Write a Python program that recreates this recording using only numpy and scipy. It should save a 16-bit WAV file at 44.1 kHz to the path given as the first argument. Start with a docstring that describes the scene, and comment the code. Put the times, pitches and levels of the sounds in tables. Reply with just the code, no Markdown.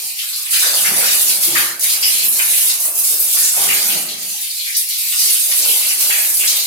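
"""Hissing spray and patter on tiles: a tap runs in a small bathroom while wet hands wash a dog.
The jet breaks into tiny impacts and ringing bubbles, and dips when a hand or paw smothers it.
On the dog it burbles in the coat and drums dully on the body, waking the room's standing waves.
Handfuls of water slap on the floor, hard drops tick close by, and the walls ring with it all
over a faint house rumble."""
import sys
import numpy as np
from scipy import signal
from scipy.fft import rfft, irfft, next_fast_len
from scipy.io import wavfile
from scipy.ndimage import uniform_filter1d, minimum_filter1d, map_coordinates

SR = 44100
rng = np.random.default_rng(int(sys.argv[2]) if len(sys.argv) > 2 else 0)


def output_pcm(signal):
    """Save a mono or channel-first signal as 16-bit PCM at the path in sys.argv[1].

    Samples are clipped to [-1, 1] before scaling.
    """
    pcm = np.clip(np.atleast_2d(signal).T, -1, 1) * 32767
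    wavfile.write(sys.argv[1], SR, np.round(pcm).astype(np.int16))


N = 293706
TIME = np.arange(N) / SR
FFT_SIZE = next_fast_len(N + SR // 20, True)
CUTOFF_HZ = 15900

# jet strength: (time [s], fine spray level [dB], large drop level [dB])
JET_LEVELS = [(0.0, -26.5, -30), (0.49, -27.5, -31), (0.54, -20, -22.5), (1.1, -17, -22),
              (1.35, -15.5, -25.5), (1.62, -18, -19.5), (1.9, -17.5, -24), (2.15, -19, -23.5),
              (2.55, -17, -25), (3.1, -18.5, -30), (3.6, -16.5, -22.5), (3.92, -19.5, -24),
              (4.22, -26.5, -30), (4.5, -28.5, -29), (4.85, -26, -28.5), (5.15, -21.5, -26.5),
              (5.22, -17, -24), (6.05, -19, -23.5), (6.35, -18.5, -27), (6.66, -22, -22.5)]


def from_db(db):
    """Decibels to gain."""
    return 10 ** (np.asarray(db) / 20)


def unit_rms(x):
    """Scale to rms 1."""
    return x / np.sqrt(np.mean(x ** 2) + 1e-20)


def in_time(rows):
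    """Each column of a time table at every sample."""
    times_s, *columns = np.transpose(rows)
    return [np.interp(TIME, times_s, column) for column in columns]


def at_hz(points, hz):
    """Read a table on a log-frequency axis."""
    knots_hz, values = np.transpose(points)
    return np.interp(np.log(np.maximum(hz, 1)), np.log(knots_hz), values)


def filtered(x, gain_at):
    """Filter by a gain that is a function of frequency."""
    size = next_fast_len(x.shape[-1] + SR // 20, True)
    return irfft(rfft(x, size) * gain_at(np.fft.rfftfreq(size, 1 / SR)), size)[..., :x.shape[-1]]


def tinted(x, spectrum):
    """Filter by a spectrum table; rms 1."""
    return unit_rms(filtered(x, lambda hz: from_db(at_hz(spectrum, hz))))


def ring(x, hz, t60_s):
    """One decaying mode driven by x."""
    r, w = from_db(-60 / (t60_s * SR)), 2 * np.pi * hz / SR
    return signal.lfilter([0, np.sin(w)], [1, -2 * r * np.cos(w), r * r], x + 1e-18)


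def impacts(per_s, spread_db, size=N):
    """Drops landing at random: impulses of uneven strength and random sign."""
    chance, bulk = rng.random((2, size))
    hits, out = np.flatnonzero(chance < per_s / SR), np.zeros(size)
    out[hits] = from_db(-spread_db * np.log(bulk[hits] + 1 / 100)) * (-1.) ** hits
    return out


def bubbles(per_s, low_hz, high_hz, cycles, rise, count, size):
    """Trapped air rings at a pitch set by its size, rising as it nears the surface."""
    chance, when, smallness, strength = rng.random((count, 4)).T[:, :, None]
    hz, t = low_hz * (high_hz / low_hz) ** smallness, TIME[:size]
    age = hz * t / cycles
    sounding = chance < per_s * N / SR / count
    gain = sounding * from_db(-4.0 * np.log(strength + 1 / 20)) * np.sqrt(hz)
    fade = from_db(-60 * age) * (1 - t / t[-1])
    pings = gain * fade * np.sin(2 * np.pi * hz * t * (1 + rise * age))
    samples = (when * N).astype(int) + np.arange(size)
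    return unit_rms(np.bincount(samples.ravel(), pings.ravel(), N)[:N])


def room_response(direct_db, bands=8):
    """Stereo impulse response: direct sound, then dense tile echoes, longest in the midrange."""
    # reverberation: (frequency [Hz], t60 [s])
    decay = [(100, 0.33), (500, 0.61), (2000, 0.67), (6000, 0.24), (15000, 0.45)]
    # left-right likeness of the echoes: (frequency [Hz], correlation [-1..1])
    likeness = [(60, 0.84), (160, 0.89), (350, 0.74), (600, 0.68), (1100, 0.13), (2000, -0.096),
                (15000, 0.082)]
    t, hz = TIME[:SR], np.fft.rfftfreq(SR, 1 / SR)
    mid, side = rfft(rng.standard_normal((2, SR)))
    alike = at_hz(likeness, hz)
    echoes = np.sqrt(1 + alike) * mid + np.sqrt(1 - alike) * side * [[1], [-1]]
    centres_hz, response = np.geomspace(100, CUTOFF_HZ, bands), 0
    for centre_hz, share in zip(centres_hz, np.eye(bands)):
        fade = from_db(-60 * t / at_hz(decay, centre_hz))
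        band = irfft(echoes * at_hz(np.c_[centres_hz, share], hz), SR)
        response = response + band * fade / np.sqrt(2 * np.sum(fade ** 2))
    response[[0, 1], [0, 12]] += from_db(direct_db)   # right lags 12 samples
    return response / np.sqrt(1 + from_db(2 * direct_db))


def heard_in(room, x):
    """A mono source through the stereo room response."""
    return signal.fftconvolve(x[None], room, axes=1)[:, :N]


def landing_spots(direct_db, count=4, moves_per_s=1.62):
    """The water shifts as the dog moves: (share over time, room transfer function) per spot."""
    turn = moves_per_s * TIME - np.arange(count)[:, None]
    shares = np.maximum(np.cos(2 * np.pi * turn / count), 0)
    shares /= np.sqrt(np.sum(shares ** 2, axis=0))
    return [(share, rfft(room_response(direct_db), FFT_SIZE)) for share in shares]


def stream(spots, grains, spectrum):
    """An unbroken rain of grains whose echoes already fill the room; rms 1."""
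    tint = from_db(at_hz(spectrum, np.fft.rfftfreq(FFT_SIZE, 1 / SR)))
    heard = sum(rfft(np.resize(grains * share, FFT_SIZE)) * transfer for share, transfer in spots)
    return unit_rms(irfft(heard * tint, FFT_SIZE)[:, :N])


def smothering_db():
    """Loss of jet level as a hand or paw moves in and clears again."""
    # (deepest at [s], depth [dB], moving in [s], clearing [s])
    blocks = [(0.155, 4.5, 0.054, .04), (0.935, 4, 0.058, 0.033), (1.25, 1.5, 0.026, 0.036),
              (1.40, 7, 0.12, 0.036), (1.535, 4, 0.097, 0.022), (1.79, 17.5, 0.18, 0.051),
              (2.01, 4.5, 0.069, 0.038), (2.3, 8, 0.031, 0.044), (2.78, 7, 0.077, 0.064),
              (2.94, 8.5, 0.15, 0.056), (3.17, 2, 0.062, .045), (3.52, 6, 0.091, 0.13),
              (4.165, 9, 0.19, 0.052), (4.85, 1.5, .04, 0.057), (5.49, 1.5, 0.19, 0.021),
              (5.98, 3, 0.082, .03)]
    return sum(np.interp(TIME, [at_s - in_s, at_s, at_s + clear_s], [0, depth_db, 0])
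               for at_s, depth_db, in_s, clear_s in blocks)


def spurts(per_s, size_db, fade_s):
    """The jet breaks unevenly: the gain jumps with each spurt and sinks back."""
    kicks = (rng.random(N) < per_s / SR) * rng.uniform(0.54, 1, N)
    swell = signal.lfilter([1], [1, -np.exp(-1 / (fade_s * SR))], kicks + 1e-18)
    return unit_rms(np.sqrt(1 + from_db(2 * size_db) * swell))


def scattered(drops, direct_db, echo_s):
    """Drops land all over, each with its own left-right lag; their echoes blur to a wash."""
    lag_samples = rng.integers(-16, 17, N)
    right = np.bincount(np.clip(np.arange(N) + lag_samples, 0, N - 1), drops, N)
    pole = np.exp(-1 / (echo_s * SR))
    energy, _ = signal.lfilter([1 - pole], [1, -pole], unit_rms(drops) ** 2, zi=[1.])
    wash = np.sqrt(energy) * rng.standard_normal((2, N))
    return from_db(direct_db) * unit_rms(np.array([drops, right])) + wash


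def spray(spots):
    """Hiss of thousands of tiny impacts arriving in spurts, and fizz of the smallest bubbles."""
    # spray colour: (frequency [Hz], gain [dB])
    spectrum = [(200, -85), (1200, -48), (2500, -57), (4500, -13.5), (6000, -8), (7500, -3.5), (9000, 1.5),
                (10700, 3), (12500, 2), (14500, 0.5), (16000, -11)]
    level_db = in_time(JET_LEVELS)[0] - smothering_db()
    drops = impacts(per_s=5000, spread_db=2.0) * spurts(per_s=70, size_db=6.5, fade_s=0.0052)
    hiss = tinted(scattered(drops, direct_db=-5.5, echo_s=0.0097), spectrum)
    pings = bubbles(per_s=450, low_hz=4314, high_hz=15500, cycles=39, rise=0.02, count=3500, size=180)
    fizz = stream(spots, pings, spectrum)
    return from_db(level_db) * (from_db(1.0) * hiss + from_db(0.6) * fizz)


def patter(spots):
    """Larger drops tick on the water film and leave small ringing bubbles."""
    # patter colour: (frequency [Hz], gain [dB])
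    spectrum = [(100, -78), (620, -37), (800, -23), (1200, -19), (1800, -12), (2350, -3), (3300, -3),
                (4500, 3), (5800, -1), (7500, -0.5), (11000, -64)]
    level_db = in_time(JET_LEVELS)[1] - smothering_db() + 2.03
    ticks = impacts(per_s=1300, spread_db=7.0) * spurts(per_s=8.7, size_db=-18.0, fade_s=0.018)
    pings = bubbles(per_s=400, low_hz=1876, high_hz=8450, cycles=24.6, rise=0.11, count=2700, size=450)
    return from_db(level_db) * stream(spots, unit_rms(ticks) + from_db(-2.5) * pings, spectrum)


def shifting_colour(x, depth_db, width_hz, per_s, size=512):
    """Narrow bands swell and fade at random, giving a wet, shimmering texture; level is kept."""
    hz, times_s, frames = signal.stft(x.astype(np.float32), SR, nperseg=size)
    grid = np.meshgrid(hz / width_hz, times_s * per_s, indexing="ij")
    swells = map_coordinates(rng.standard_normal((256, 256)), grid, order=1, mode="wrap")
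    gain = from_db(depth_db * np.tanh(swells)).astype(np.float32)
    _, shaped = signal.istft(frames * gain, SR)
    return np.std(x) * unit_rms(shaped[:, :N])


def jet_on_coat(spots):
    """The jet burbles in the wet fur and drums on the body, which wakes the standing waves."""
    # flow onto the dog: (time [s], burble level [dB], drum level [dB])
    flow = [(0.0, -53.5, -61), (0.2, -71, -64), (0.48, -67, -88), (0.66, -37, -56), (0.84, -36, -44),
            (0.92, -37.5, -34.5), (1.03, -39, -42), (1.25, -46.5, -47.5), (1.55, -45, -41.5),
            (1.9, -45.5, -60), (2.25, -43, -47.5), (3.2, -47, -60.5), (3.52, -44, -60), (3.6, -36, -44),
            (3.8, -39.5, -43), (4.0, -39.5, -35.5), (4.26, -54, -49), (4.52, -74, -70), (5.1, -75, -75),
            (5.19, -54, -74), (5.46, -49, -81), (5.6, -43, -56.5), (6.1, -44, -49), (6.66, -47, -57)]
    # colours of fur and body: (frequency [Hz], gain [dB])
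    burble_spectrum = [(60, -58), (200, -12.5), (330, 0), (480, -6), (590, 2), (690, 1), (850, 2),
                       (1050, 2), (1700, 5.5), (2600, -7)]
    drum_spectrum = [(25, -44), (45, -49), (65, -34), (90, -18), (130, -4.5), (200, 4), (270, 3.5),
                     (350, 7), (480, -4), (800, 4.5), (2000, -60)]
    # standing waves between the walls: (frequency [Hz], level [dB], t60 [s])
    modes = [(121.4, 7, 1.5), (179, -4, 1.0), (192, 5, 0.43), (201, 11.5, 2.6), (224.5, 8, 0.6),
             (290, -15, 0.71), (370, -15, 1.8)]
    burble_db, drum_db = in_time(flow)
    churn = unit_rms(impacts(per_s=1100, spread_db=-2.5))
    gurgle = bubbles(per_s=90, low_hz=373, high_hz=1880, cycles=6.8, rise=0.14, count=700, size=700)
    blows = impacts(per_s=480, spread_db=3.5)
    boom = sum(from_db(db) * ring(blows, hz, t60_s) / np.sqrt(t60_s) for hz, db, t60_s in modes)
    drum = from_db(-2.5) * stream(spots, blows, drum_spectrum) + from_db(-9.0) * unit_rms(boom)
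    burble = stream(spots, churn + from_db(-4.0) * gurgle, burble_spectrum)
    burble = shifting_colour(burble, depth_db=2.5, width_hz=109.6, per_s=13, size=1024)
    return from_db(burble_db + 5.0) * burble + from_db(drum_db) * drum


def house_rumble(level_db=-78):
    """Faint steady low noise, partly common to both channels."""
    # rumble colour: (frequency [Hz], gain [dB])
    spectrum = [(25, -22), (50, -10), (90, -2), (130, -13), (250, -21), (1000, -38)]
    return from_db(level_db) * tinted(rng.standard_normal((2, N)) + rng.standard_normal(N), spectrum)


def splashes(room, lead_samples=200):
    """Each lump of water bursts into a shower of impacts around one pitch, swelling and fading."""
    # slaps on floor and dog: (time [s], level [dB], pitch [Hz], spread [oct], swell [s], fade [s])
    slaps = [ (0.020, -44.5, 810, 0.13, 0.0098, 0.031), (0.029, -53, 160, .22, 0.017, .03),
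             (0.188, -23, 3400, 0.39, 0.0019, 0.037), (0.214, -38, 1600, 0.26, 0.0099, 0.064),
             (0.264, -54, 160, 0.3, .015, 0.023), (0.299, -46, 1190, 0.32, 0.027, 0.22),
             (0.36, -20, 10600, 0.26, .003, .02), (0.329, -24.5, 4440, 0.27, 0.0018, 0.039),
             (0.458, -28, 2480, 0.28, .004, 0.062), (0.507, -17, 9600, 0.34, .002, .09),
             (0.525, -21.5, 2430, 0.53, 0.0081, 0.066), (0.590, -14.5, 7000, 0.69, .003, 0.032),
             (0.623, -17, 1620, 0.32, 0.0065, 0.026), (0.663, -37.5, 533, 0.3, .001, .025),
             (0.761, -27, 2950, 0.2, .004, 0.088), (0.844, -19.5, 2030, 0.33, 0.0057, 0.088),
             (0.95, -24.5, 645, 0.33, 0.025, .06), (1.005, -21, 1950, 0.65, 0.0037, 0.076),
             (1.087, -19, 5500, 1.1, 0.0019, 0.028), (1.135, -44, 2780, 0.49, 0.014, 0.029),
             (1.293, -17.5, 4350, 0.76, 0.0019, 0.053), (1.426, -15, 7960, 1.35, 0.0022, 0.033),
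             (1.479, -30.5, 546, 0.68, 0.019, 0.064), (1.553, -17.5, 1740, 0.43, 0.0013, 0.066),
             (1.794, -19, 10130, 0.47, .0005, .012), (1.805, -18, 9500, 0.68, 0.0018, .04),
             (1.830, -27, 2900, 0.56, 0.0036, 0.14), (2.025, -15, 5030, 0.11, .001, 0.048),
             (2.026, -16, 2850, 0.34, 0.0024, 0.044), (2.139, -24.5, 2720, 0.3, .005, 0.046),
             (2.215, -26, 2920, 0.23, 0.0071, 0.031), (2.283, -11, 11400, 0.23, .001, 0.03),
             (2.390, -16.5, 2350, 0.45, 0.0056, 0.034), (2.395, -37, 1020, .2, 0.0027, 0.024),
             (2.530, -21, 2760, 0.36, 0.0034, 0.04), (2.578, -16.5, 3500, 0.64, 0.0027, 0.011),
             (2.694, -17, 4500, 0.77, .0015, 0.042), (2.8, -16, 11100, 0.3, .001, .02),
             (2.848, -14, 10800, 0.33, .004, 0.033), (2.951, -16, 9700, 0.48, .002, 0.021),
             (3.038, -14, 8900, 0.77, 0.0043, 0.047), (3.195, -8, 12900, 0.2, 0.0023, 0.013),
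             (3.325, -20, 5500, 0.37, 0.0023, 0.033), (3.344, -35, 630, 0.67, .015, .035),
             (3.364, -24, 1810, 0.32, 0.0035, 0.02), (3.427, -12, 7750, 0.54, 0.0015, 0.068),
             (3.555, -20.5, 764, 0.55, 0.038, 0.046), (3.574, -33, 1600, 0.2, 0.018, .045),
             (3.685, -17, 2330, 0.34, 0.0075, 0.051), (3.894, -18.5, 3160, .49, .005, 0.024),
             (3.945, -29, 615, 0.49, 0.027, 0.034), (4.085, -23, 4050, 0.48, 0.002, 0.045),
             (4.345, -39.5, 826, 0.14, .012, 0.025), (4.405, -21.5, 10500, 0.48, .004, 0.035),
             (4.591, -27.5, 3550, 0.34, 0.0047, 0.068), (4.660, -27.5, 2200, 0.22, 0.006, .045),
             (4.748, -19, 5400, 0.33, 0.002, 0.033), (4.763, -10.5, 10300, 0.29, 0.0039, 0.031),
             (4.78, -50.5, 880, 0.19, .025, 0.048), (4.80, -57, 332, 0.27, 0.031, 0.029),
             (4.975, -55, 900, .16, 0.014, .05), (4.904, -28, 4100, 0.36, 0.0028, 0.14),
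             (5.12, -20, 3020, 0.66, 0.0048, 0.029), (5.170, -47, 370, 0.24, 0.031, 0.14),
             (5.175, -16, 5170, 0.32, 0.014, 0.069), (5.27, -26.5, 2680, 0.51, 0.013, 0.076),
             (5.513, -16.5, 3430, 0.69, 0.0052, 0.029), (5.635, -29, 560, 0.52, 0.035, 0.053),
             (5.672, -16, 3380, 0.38, 0.02, 0.048), (5.839, -23, 3320, 0.51, .012, 0.047),
             (5.904, -19.5, 2540, 0.36, 0.0039, 0.017), (5.995, -7.5, 8850, 1.34, 0.0038, 0.019),
             (6.099, -13.5, 2200, 0.37, 0.0064, 0.041), (6.10, -38, 960, 0.25, .004, 0.031),
             (6.395, -16.5, 2760, 0.24, 0.01, 0.027), (6.432, -20.5, 2370, 0.34, 0.0046, 0.03),
             (6.474, -12, 5950, 0.66, .001, 0.037)]
    out, t = np.zeros((2, N + SR)), TIME[:SR // 3]
    for at_s, db, pitch_hz, octaves, swell_s, fade_s in slaps:
        shower = unit_rms(impacts(per_s=4400, spread_db=2.0, size=2 * len(t))).reshape(2, -1)
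        shower = shower * (1 - np.exp(-t / swell_s)) * np.exp(-t / fade_s)
        shower = np.pad(shower, [(0, 0), (lead_samples, 0)])   # silent lead avoids an onset thump
        hump = lambda hz: unit_rms(np.exp(-.5 * abs(np.log2((hz + 1) / pitch_hz) / octaves) ** 1.59))
        start = round(at_s * SR)
        out[:, start - lead_samples:start + len(t)] += from_db(db) * filtered(shower, hump)
    return from_db(0.2) * out[:, :N] + from_db(1.0) * heard_in(room, out[0, :N])


def hard_drops(room):
    """Single close drops ring for about a millisecond and echo off the tiles."""
    # (time [s], level [dB], pitch [Hz], left minus right [dB])
    drops = [(0.547, -21, 9000, 0), (0.611, -12, 8000, -1), (0.973, -8, 10000, 0), (1.093, -5, 10000, 3),
             (1.796, -10, 10000, 15), (1.907, -8, 11000, 0), (2.028, -7, 4520, 0), (2.153, -3, 7000, 0),
             (2.799, -6, 11000, -8), (3.432, -5, 9000, 2), (3.447, -13, 9000, -3), (3.647, -1, 10000, 0),
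             (4.295, -9, 10000, 0), (5.617, -9, 10000, -2)]
    out, t = np.zeros((2, N)), TIME[:SR // 100]
    for at_s, db, hz, pan_db in drops:
        tick, start = ring(t == 0, hz, t60_s=0.0018), round(at_s * SR)
        out[:, start:start + len(t)] += from_db(db + pan_db * np.array([[.5], [-.5]])) * tick
    return from_db(-5.5) * out + from_db(-6.0) * heard_in(room, out.mean(axis=0))


def gushes():
    """Each heavy gush on the body builds up one standing wave, which rings out unevenly."""
    # (time [s], level [dB], frequency [Hz], push length [s])
    pushes = [(0.86, -44.5, 173, 0.038), (1.43, -43, 123.7, 0.073), (1.46, -32.5, 345, 0.032),
              (3.54, -43.5, 175, 0.16), (3.85, -43, 175.4, 0.079), (4.11, -48.5, 179, 0.048)]
    out, t = np.zeros(N + SR), TIME[:SR]
    for at_s, db, hz, length_s in pushes:
        push = np.sin(np.pi * np.minimum(t / length_s, 1)) * np.sin(2 * np.pi * hz * t)
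        uneven = 1 + 0.43 * unit_rms(uniform_filter1d(rng.standard_normal(SR), SR // 50))
        wave, start = ring(push, hz, t60_s=0.94), round(at_s * SR)
        out[start:start + SR] += from_db(db) * uneven * wave / np.abs(wave).max()
    return out[:N]


def limited(x, size=88):
    """Fast limiter: gain dips around any peak above full scale."""
    allowed = 1 / np.maximum(np.abs(x).max(axis=0), 1)
    return x * uniform_filter1d(minimum_filter1d(allowed, size + 1), size)


def scene():
    """Jet, splashes and drops in one tiled room, over the house rumble."""
    spots, room = landing_spots(direct_db=-16.0), room_response(direct_db=-12.5)
    on_tiles = shifting_colour(patter(spots) + splashes(room), depth_db=5.0, width_hz=170.6, per_s=24)
    return spray(spots) + on_tiles + jet_on_coat(spots) + gushes() + hard_drops(room) + house_rumble()


def record(dry):
    """Each microphone port adds its own colour; peaks are limited, deep bass and top are cut."""
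    # port imbalance: (frequency [Hz], left minus right [dB])
    balance = [(60, -4), (78, 6), (100, 1), (130, -5.5), (170, 4.5), (220, -6.5), (290, 1.5), (380, -3),
               (490, -3.5), (640, -1), (830, -0.5), (1080, -2), (1410, 0.5), (1830, 2), (2380, 2.5),
               (3100, 1), (4030, 1.5), (5240, 0), (6820, -1), (8870, -5.5), (11500, -1), (15000, 3)]
    ported = filtered(dry, lambda hz: from_db(at_hz(balance, hz) * [[.5], [-.5]]))
    thinned = signal.sosfilt(signal.butter(2, 68, "high", fs=SR, output="sos"), limited(ported))
    return filtered(thinned, lambda hz: 1 / np.sqrt(1 + (hz / CUTOFF_HZ) ** 240))


dry = scene()
out = record(dry)
output_pcm(out)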